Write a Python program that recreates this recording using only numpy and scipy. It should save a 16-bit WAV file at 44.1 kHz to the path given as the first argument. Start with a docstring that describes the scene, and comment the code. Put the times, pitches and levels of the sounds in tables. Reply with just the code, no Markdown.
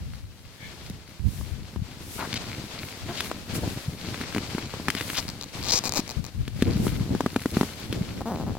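"""On a lawn, a hand presses, drags and pulls slack vinyl inflatables close to two microphones.
The vinyl skin hisses and crinkles as it rubs, flutters as it moves and thuds softly when bumped.
Folds snap through with a crack and a thump, and bunched wrinkles crunch. Gripped vinyl sticks and
slips, making a bright squeak or a low groan. Light wind buffets the microphones."""
import sys
import numpy as np
from scipy import signal
from scipy.fft import rfft, irfft
from scipy.io import wavfile
from scipy.ndimage import uniform_filter1d

SR = 44100
rng = np.random.default_rng(int(sys.argv[2]) if len(sys.argv) > 2 else 0)


def inscribe(sig):
    """Save sig as 16-bit PCM at rate SR to the path in sys.argv[1].

    A 1-D sig is mono; a 2-D sig holds one channel per row.
    Samples are clipped to [-1, 1] before scaling.
    """
    pcm = np.round(np.clip(np.atleast_2d(sig).T, -1, 1) * 32767)
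    wavfile.write(sys.argv[1], SR, pcm.astype(np.int16))


N = 378378

# Levels in a table compare its rows with each other. A hold is counted from the start.
# gusts, most hitting one microphone: (start [s], hold [s], level [dB], left minus right [dB])
GUSTS = [(0, 0.23, -34.5, 4.5), (1.194, 0.076, -26, -35), (1.342, 0.21, -35.5, 23),
         (1.759, 0.049, -29.5, 30), (3.517, 0.12, -35.5, 56), (6.165, 0.031, -26, 35),
         (6.343, 0.69, -30, 9.5)]
# pushes and pulls of the hand; slack skin flutters more than tight skin:
# (start [s], hold [s], time to fade by 20 dB [s], rub level [dB], flutter above the rub [dB])
STROKES = [(0.59, 0.26, 0.54, -46.5, 0.5), (1.248, 0.63, 4.5, -51.5, 4), (1.985, 0.51, 0.42, -53, 12.5),
           (2.18, 0.44, 1.8, -40.5, -1), (3.05, 0.15, 0.88, -42, 5.5), (3.477, 0.066, 1.13, -40, 7),
           (3.98, 0.97, 1.86, -41, 2.5), (5.519, 0.16, 1.02, -39, 0.5), (6.548, 0.45, 2.1, -44, 8.5),
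           (7.522, 0.034, 1.6, -39, 2)]
# light, fast brushes over the skin: (middle [s], half-length [s], level [dB])
BRUSHES = [(1.368, 0.12, -47), (2.154, 0.13, -42.5), (2.87, 0.16, -50.5), (3.245, 0.064, -42.5),
           (3.56, 0.016, -34.5), (3.712, 0.28, -48.5), (5.1, 0.16, -40), (6.853, 0.064, -40.5),
           (7.246, 1, -55.5), (7.588, 0.17, -47)]
# the whole body buckling: (start [s], hold [s], level [dB])
BUCKLES = [(6.65, 0.22, -26.5), (6.917, 0.11, -25.5), (7.1, 0.063, -29.5), (7.891, 0.63, -33)]
# the notes an air-filled tube rings at when scuffed: (pitch [Hz], level [dB])
TUBE_NOTES = [(1750, 0), (2220, 2), (3310, -4)]
# folds snapping through: (time [s], crack level [dB], crack pitch [Hz], thump level [dB])
FOLDS = [(0.899, -25, 5400, -30), (1.412, -31, 890, -45), (1.761, -28.5, 830, -24.5),
         (2.3412, -13.5, 3600, -25.5), (3.2062, -9.5, 2820, -32), (3.3148, -16, 870, -30),
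         (4.144, -20, 1820, -63), (4.213, -19, 1690, -23.5), (4.238, -23.5, 1560, -33),
         (4.326, -22, 2040, -41), (4.3486, -16.5, 2470, -20), (4.3629, -17.5, 1180, -19),
         (4.372, -20, 2480, -21), (4.382, -16, 1940, -18), (4.549, -24.5, 2180, -18),
         (4.5826, -17.5, 1160, -20.5), (4.739, -22, 740, -33), (4.799, -27.5, 890, -24.5),
         (4.884, -7, 1590, -17.5), (4.9025, -8.5, 2700, -53), (4.9507, -14.5, 2660, -21.5),
         (5.01, -14.5, 2210, -23.5), (5.101, -15, 2470, -28), (6.479, -20.5, 2660, -24.5),
         (6.6232, -11, 2430, -6.5), (6.868, -18.5, 1170, -13.5), (6.88, -19, 2400, -29),
         (7.1504, -19.5, 1040, -15.5), (7.2069, -10.5, 890, -16), (7.262, -12, 960, -13),
         (7.362, -10.5, 1250, -11), (7.458, -15.5, 1120, -11.5), (7.5695, -13.5, 1030, -8.5),
         (7.6115, -10.5, 1170, -9), (7.6318, -16.5, 965, -16.5), (7.927, -17, 2800, -19)]
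# the hand and loose folds bumping the skin: (time [s], level [dB], pitch [Hz])
BUMPS = [(0.908, -26, 170), (1.823, -21, 143), (5.995, -14.5, 253), (6.763, -12.5, 155),
         (6.802, -13.5, 150), (7.01, -14, 144), (8.015, -15, 156), (3.886, -17.5, 130)]
# bunches of wrinkles being crushed: (start [s], length [s], level [dB], middle pitch [Hz])
CRUNCHES = [(2.176, 0.098, -46.5, 1030), (2.3262, 0.0052, -39, 3420), (2.354, 0.026, -43.5, 3500),
            (3.078, 0.042, -54, 1660), (3.164, 0.045, -47.5, 3700), (3.627, 0.03, -44, 440),
            (4.956, 0.082, -48, 2760), (5.139, 0.06, -43.5, 3020)]
# a stretched fold dragging over the body:
# (start [s], length [s], first rate [slips/s], last rate [slips/s], level [dB])
FOLD_DRAGS = [(3.087, 0.038, 340, 360, -29.5), (8.2085, 0.014, 134, 390, -22),
              (8.2577, 0.055, 215, 254, -23.5), (8.3111, 0.043, 212, 135, -22.5),
              (8.3605, 0.039, 81, 75, -23.5), (8.403, 0.041, 133, 89, -24.5),
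              (8.4662, 0.048, 250, 41, -25.5), (8.5525, 0.026, 56, 71, -24.5)]
# a thumb dragging over tight vinyl:
# (start [s], length [s], first rate [slips/s], last rate [slips/s], level [dB])
THUMB_DRAGS = [(5.172, 0.035, 213, 222, -22.5), (5.281, 0.032, 126, 28, -28), (5.412, 0.031, 86, 200, -28),
               (5.628, 0.06, 120, 350, -28), (5.686, 0.029, 170, 387, -21), (5.7198, 0.033, 450, 580, -24),
               (5.754, 0.038, 550, 307, -24.5), (5.8386, 0.045, 175, 280, -20.5),
               (5.893, 0.001, 1420, 1400, -20), (5.922, 0.032, 78, 170, -19), (5.958, 0.047, 315, 240, -19),
               (6.078, 0.04, 66, 200, -26), (6.242, 0.032, 110, 41, -28.5)]
# the notes of the tight skin around the thumb: (pitch [Hz], level [dB])
SKIN_NOTES = [(1160, -20), (2440, -19)]
# the patch under the thumb, higher when pulled tighter: (time [s], pitch [Hz], level [dB])
THUMB_PATCH = [(5.65, 4400, 5.5), (5.72, 5360, 14), (5.791, 5800, 13.5), (5.84, 5340, -7.5)]
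# the notes of the blown-up body's air and skin, rung by the squeak: (pitch [Hz])
BODY_NOTES = [3778, 4003, 4265, 4579, 4635, 4951, 5373, 5860]

# A colour says how strong a sound is from bass to treble.
# wind on the microphones: (frequency [Hz], level [dB])
WIND_COLOUR = [(15, -17), (62, 5.5), (125, 2.5), (210, -7), (1500, -77.5)]
# skin sliding on skin: (frequency [Hz], level [dB])
RUB_COLOUR = [(150, 2.5), (400, 9), (1200, 3.5), (2200, 3), (4600, 3), (8500, -6.5), (15000, -44)]
# the airy hiss of brushed skin: (frequency [Hz], level [dB])
HISS_COLOUR = [(2000, 8.8), (5000, 10.5), (12000, 11.5), (16000, 5)]
# slack vinyl flapping and buckling: (frequency [Hz], level [dB])
FLUTTER_COLOUR = [(40, -10), (90, 4), (260, -1), (650, -18.5), (4000, -51)]
# one slip of a stretched fold: (frequency [Hz], level [dB])
GROAN_COLOUR = [(50, -7), (190, 21.5), (450, 11.5), (800, 13.5), (1400, 0), (2400, -14.5)]
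# one slip of the thumb: (frequency [Hz], level [dB])
SQUEAK_COLOUR = [(300, 5), (900, 5), (1400, -5.5), (2400, -6.5), (3300, -13), (3900, 2.5), (7300, 2.5),
                 (9200, -8.5), (15000, -7.5)]
# the left microphone faces the hand and hears more: (frequency [Hz], left minus right [dB])
LEFT_BOOST = [(650, 1.5), (2200, 6.5), (4400, 7.5), (8000, 1)]


def gain(db):
    """Turn decibels into a number to multiply by."""
    return 10 ** (np.asarray(db) / 20)


def unit(x):
    """Scale a signal so that its average power is 1."""
    return x / np.sqrt(np.mean(x ** 2))


def coloured_click(colour, size=4096):
    """A click with the given colour; passing a sound through it gives the sound that colour."""
    hz, db = np.transpose(colour)
    freqs = np.maximum(np.arange(size // 2 + 1) * SR / size, 1)
    cepstrum = irfft(np.log(gain(np.interp(np.log(freqs), np.log(hz), db))))
    cepstrum[1:size // 2] *= 2  # these two lines pack the energy at the start of the click
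    cepstrum[size // 2 + 1:] = 0
    return irfft(np.exp(rfft(cepstrum)))


def ring(x, response):
    """Let every sample of x set off its own copy of the response (convolution)."""
    return signal.oaconvolve(np.atleast_2d(x), np.atleast_2d(response), axes=1)[:, :N]


def band(x, hz, spread):
    """Gently keep the frequencies from hz / spread to hz * spread."""
    edges = [hz / spread, min(hz * spread, .45 * SR)]
    return signal.sosfilt(signal.butter(1, edges, "band", fs=SR, output="sos"), x)


def low(x, hz, order=2):
    """Keep the frequencies below hz."""
    return signal.sosfilt(signal.butter(order, hz, fs=SR, output="sos"), x)


def waver(per_s, depth_db):
    """A gain that wanders smoothly at random, with its highest peaks held back."""
    step = int(SR / per_s)
    targets = np.minimum(rng.standard_normal(N // step + 1), 2.1)
    return gain(depth_db * unit(uniform_filter1d(np.repeat(targets, step)[:N], step)))


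def grains(per_s, spread_db):
    """Tiny clicks at random times, many weak and a few strong."""
    when, luck, side = rng.random((20000, 3))[:int(per_s * N / SR)].T
    out = np.zeros(N)
    out[(when * N).astype(int)] = gain(spread_db * np.minimum(-np.log(luck), 4)) * np.sign(side - .5)
    return out


def stereo_noise(shared_hz):
    """Noise whose bass is the same at both microphones and whose treble is different."""
    freqs = np.arange(N // 2 + 1) * SR / N
    shared = 1 / (1 + (freqs / shared_hz) ** 2)
    spectra = rfft(rng.standard_normal((3, N)))
    return irfft(spectra[2] * np.sqrt(shared) + spectra[:2] * np.sqrt(1 - shared), N)


def add(out, start_s, x):
    """Mix x into out, beginning at start_s."""
    i = max(int(start_s * SR), 0)
    out[:, i:i + x.shape[-1]] += x[..., :max(N - i, 0)]


def scatter(direct_db, fade_s, size=1024):
    """A click and its quick echoes among the folds, different at each microphone."""
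    echoes = rng.standard_normal((2, size)) * np.exp(-np.arange(size) / SR / fade_s)
    echoes /= np.sqrt(np.sum(echoes ** 2, axis=1, keepdims=True))
    echoes[:, 0] += gain(direct_db)
    return echoes


def swells(events, rise_s):
    """A loudness curve from rows of (start [s], hold [s], time to fade by 20 dB [s], level [dB])."""
    t = np.arange(0, N, 32) / SR
    power = 0
    for start, hold, fade, db in events:
        rise = np.clip((t - start) / rise_s, 0, 1)
        fall_db = 20 * np.maximum(t - start - hold, 0) / fade
        power += (rise * gain(db - fall_db)) ** 2
    return np.interp(np.arange(N) / SR, t, np.sqrt(power))


def wind(breeze_db=-47.5, fade_s=.11):
    """Swirls of air hit each microphone separately: a light breeze, plus gusts that favour one side."""
    gusts = []
    for side in (1, -1):
        events = [(start, hold, fade_s, db + 20 * np.log10(2 / (1 + gain(-side * lean_db))))
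                  for start, hold, db, lean_db in GUSTS]
        gusts.append(swells(events, rise_s=.0065))
    swirls = rng.standard_normal((2, N)) * waver(per_s=16, depth_db=4.2)
    return np.hypot(gusts, gain(breeze_db)) * unit(ring(swirls, coloured_click(WIND_COLOUR)))


def rubbing(rest_db=-54):
    """Skin slides on skin: a smooth rub, ticking wrinkles and a hiss that swells with each brush."""
    t = np.arange(N) / SR
    strokes = swells([(start, hold, fade, db) for start, hold, fade, db, _ in STROKES], rise_s=.02)
    effort = np.hypot(strokes, gain(rest_db))
    brushes = sum(gain(db) * np.exp(-((t - middle) / half) ** 2) for middle, half, db in BRUSHES)
    hiss_level = np.hypot(gain(-11.5) * effort, brushes) + gain(-67)
    slide = unit(stereo_noise(shared_hz=1100) * waver(per_s=30, depth_db=2))
    # each size of wrinkle ticks at its own pitch, and the ticks come in clusters
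    wrinkles = sum(band(grains(per_s=170, spread_db=6.3), hz, spread=1.5)
                   for hz in np.geomspace(1200, 12000, 6))
    clusters = wrinkles * waver(per_s=18, depth_db=4)
    ticks = unit(ring(clusters, scatter(direct_db=6, fade_s=.0008)))
    crinkle = unit(ring(slide + gain(-8) * ticks, coloured_click(RUB_COLOUR)))
    hiss = unit(ring(rng.standard_normal((2, N)) + gain(-7) * ticks, coloured_click(HISS_COLOUR)))
    return effort * crinkle + gain(1) * hiss_level * hiss * waver(per_s=25, depth_db=1.3)


def flutter_and_rumble():
    """Slack vinyl flaps softly as the hand moves it, and rumbles when the whole body buckles."""
    strokes = [(start, hold, fade, db + extra_db) for start, hold, fade, db, extra_db in STROKES]
    shake = np.hypot(swells(strokes, rise_s=.02), gain(-54.5))  # untouched vinyl still stirs a little
    buckling = swells([(start, hold, .036, db) for start, hold, db in BUCKLES], rise_s=.0096)
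    soft_flap = coloured_click(FLUTTER_COLOUR)
    flaps = unit(grains(per_s=140, spread_db=3)) + gain(-9) * rng.standard_normal((2, N))
    flutter = unit(ring(flaps * waver(per_s=22, depth_db=2.36), soft_flap))
    rumble = unit(ring(stereo_noise(shared_hz=218), soft_flap) * waver(per_s=24, depth_db=4))
    return gain([[1], [-1]]) * (shake * flutter + buckling * rumble)


def scuff(middle_s=.65, half_length_s=.034):
    """A brief slide swells and fades, ringing the hollow notes of an air-filled tube."""
    t = np.arange(N) / SR
    friction = rng.standard_normal((2, N))
    hollow = sum(gain(db) * band(band(friction, hz, spread=1.05), hz, spread=1.05)
                 for hz, db in TUBE_NOTES)
    return gain(-43.5) * unit(hollow) / (1 + ((t - middle_s) / half_length_s) ** 2)


def crack(t, hz, fade_s=.0035):
    """A fold flips over in one sharp swing at t = 0, and the skin beside it rings and rattles."""
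    after = np.maximum(t, 0)
    swing = np.real(np.exp(-1j * rng.uniform(1.8, 2.5)) / (1 - 1.604j * hz * t) ** 4)
    click = swing + gain(-10) * np.exp(-(t * SR) ** 2)  # the sharp edge of the crease ticks
    # the fold's far side follows, then the tube's far wall: each snap gets its own hollow colour
    click -= rng.uniform(.1, .4) * np.roll(click, int(SR * rng.uniform(.7, 1.3) / hz))
    click -= rng.uniform(.1, .3) * np.roll(click, int(SR * rng.uniform(.002, .005)))
    notes_hz = hz * rng.uniform([.6, 1, 1.4], [.9, 1.3, 2])
    notes = np.sin(2 * np.pi * np.outer(notes_hz, after)).sum(axis=0)
    rattle = unit(band(rng.standard_normal((2, len(t))), hz, spread=3.2)) * (t > 0)
    return click + (gain(-20) * notes + gain(-15) * rattle) * np.exp(-after / fade_s)


def thump(t, hz, ring_s=.019, rise_s=.0018):
    """The skin sounds its two lowest notes like a drum, tuned a little differently each time."""
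    after = np.maximum(t, 0)
    phase = 2 * np.pi * hz * np.exp(.1 * rng.standard_normal()) * after
    notes = np.sin(phase) + gain(-9.5) * np.sin(1.5 * phase)
    thud = notes * gain(-60 * after / ring_s) * (1 - np.exp(-after / rise_s))
    return thud - low(thud, 41, order=1)  # a small patch of skin gives off little deep bass


def snaps(lead_s=.003):
    """Each fold that snaps through makes a crack and thumps the skin."""
    out = np.zeros((2, N))
    t = np.arange(4096) / SR - lead_s
    for when, crack_db, crack_hz, thump_db in FOLDS:
        # tighter skin cracks harder and rings higher
        thump_hz = np.interp(crack_db - thump_db, [-20, 0], [130, 255])
        snap = gain(crack_db) * crack(t, crack_hz) + gain(thump_db + 9.5) * thump(t, thump_hz)
        add(out, when - lead_s, snap)
    return out


def bumps(half_length_cycles=.62):
    """A soft push swings the skin briefly to and fro, without a crack."""
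    out = np.zeros((2, N))
    t = np.arange(-2048, 2048) / SR
    for when, db, hz in BUMPS:
        swing = np.sin(2 * np.pi * (hz * t + rng.random()))
        swell = np.exp(-(hz * t / half_length_cycles) ** 2)
        add(out, when + t[0], gain(db) * swing * swell)
    return out


def crunches():
    """Crushed wrinkles give short, dense bursts of crackle."""
    out = np.zeros((2, N))
    crackle = ring(grains(per_s=1000, spread_db=2.5), scatter(direct_db=8, fade_s=.002))
    for start, length, db, hz in CRUNCHES:
        burst = band(crackle[:, int(start * SR):int((start + length) * SR)], hz, spread=1.7)
        burst = low(burst, hz * 1.6) * signal.windows.tukey(burst.shape[1], .4)
        add(out, start, gain(db + 10.5) * unit(burst))
    return out


def slips(drags, jitter, uneven_db, weaken_db):
    """Vinyl sticks and lets go, one kick per slip; along a drag the rate glides and the grip weakens."""
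    kicks = np.zeros(N)
    for start, length, first_rate, last_rate, db in drags:
        t = 0
        for lateness, strength in rng.standard_normal((200, 2)):
            if t > length or (start + t) * SR >= N:
                break
            progress = t / length
            kicks[int((start + t) * SR)] = gain(db - weaken_db * progress ** 2 + uneven_db * strength)
            rate = first_rate * (last_rate / first_rate) ** progress
            t += np.exp(jitter * lateness) / rate
    return kicks


def groan():
    """The soft slips of a stretched fold shake the whole skin in low pulses."""
    pulse = coloured_click(GROAN_COLOUR)
    kicks = slips(FOLD_DRAGS, jitter=.055, uneven_db=1.6, weaken_db=1.5)
    return gain(2) * ring(kicks, pulse / np.abs(pulse).max())


def squeak(skin_ring_s=.027, body_ring_s=.32):
    """Each slip of the thumb is a bright tick and a scrape that leave the skin and the body ringing."""
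    spectrum = rfft(coloured_click(SQUEAK_COLOUR))
    freqs = np.linspace(0, SR / 2, len(spectrum))
    tick = irfft(spectrum * np.exp(-.4j * np.sqrt(freqs)))  # in bending skin, treble outruns bass
    kicks = slips(THUMB_DRAGS, jitter=.11, uneven_db=1.8, weaken_db=3)
    t = np.arange(16384) / SR
    scrape = gain(-19) * ring(kicks, np.exp(-t / .0012)) * rng.standard_normal((2, N))
    ticks = gain(5) * ring(kicks + scrape, tick / np.abs(tick).max())
    skin_notes = sum(gain(db) * np.sin(2 * np.pi * hz * t) for hz, db in SKIN_NOTES)
    skin = ring(kicks, skin_notes * gain(-60 * t / skin_ring_s))
    direct = ticks + skin + screech(kicks)
    body_notes = np.mean([np.sin(2 * np.pi * (hz * t + rng.random((2, 1)))) for hz in BODY_NOTES], axis=0)
    body = ring(direct, body_notes * gain(-60 * t / body_ring_s))
    return (direct + gain(-44) * body) * gain([[1], [-5]])


def screech(kicks):
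    """Each slip pings the patch under the thumb; the tighter the patch, the higher the ping."""
    out = np.zeros((2, N))
    times, pitches, levels = np.transpose(THUMB_PATCH)
    t = np.arange(128) / SR
    for i in np.flatnonzero(kicks):
        when = i / SR
        hz = np.interp(when, times, pitches) * np.exp(.06 * rng.standard_normal())
        cycles = hz * t
        swell = cycles ** 2 * np.exp(2 - 2 * cycles)  # peaks after one cycle, rings for a few more
        ping = np.cos(2 * np.pi * (cycles + rng.random())) * swell
        add(out, when, kicks[i] * gain(np.interp(when, times, levels)) * ping)
    return out


def scene():
    """All the vinyl sounds, stronger on the left, over flutter and wind."""
    left, right = rubbing() + snaps() + bumps() + crunches() + scuff() + squeak() + groan()
    left = ring(left, coloured_click([(hz, db / 2) for hz, db in LEFT_BOOST]))
    right = ring(right, coloured_click([(hz, -db / 2) for hz, db in LEFT_BOOST]))
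    left = np.roll(left, 2, axis=1)  # two samples later than the right
    return np.vstack([left, right]) + flutter_and_rumble() + wind()


def record(dry, top_hz=16100):
    """Flatten any peaks beyond full scale and cut the very highest treble."""
    treble_cut = signal.ellip(10, .2, 80, top_hz, fs=SR, output="sos")
    return signal.sosfilt(treble_cut, np.clip(dry, -1, 1))


dry = scene()
out = record(dry)
inscribe(out)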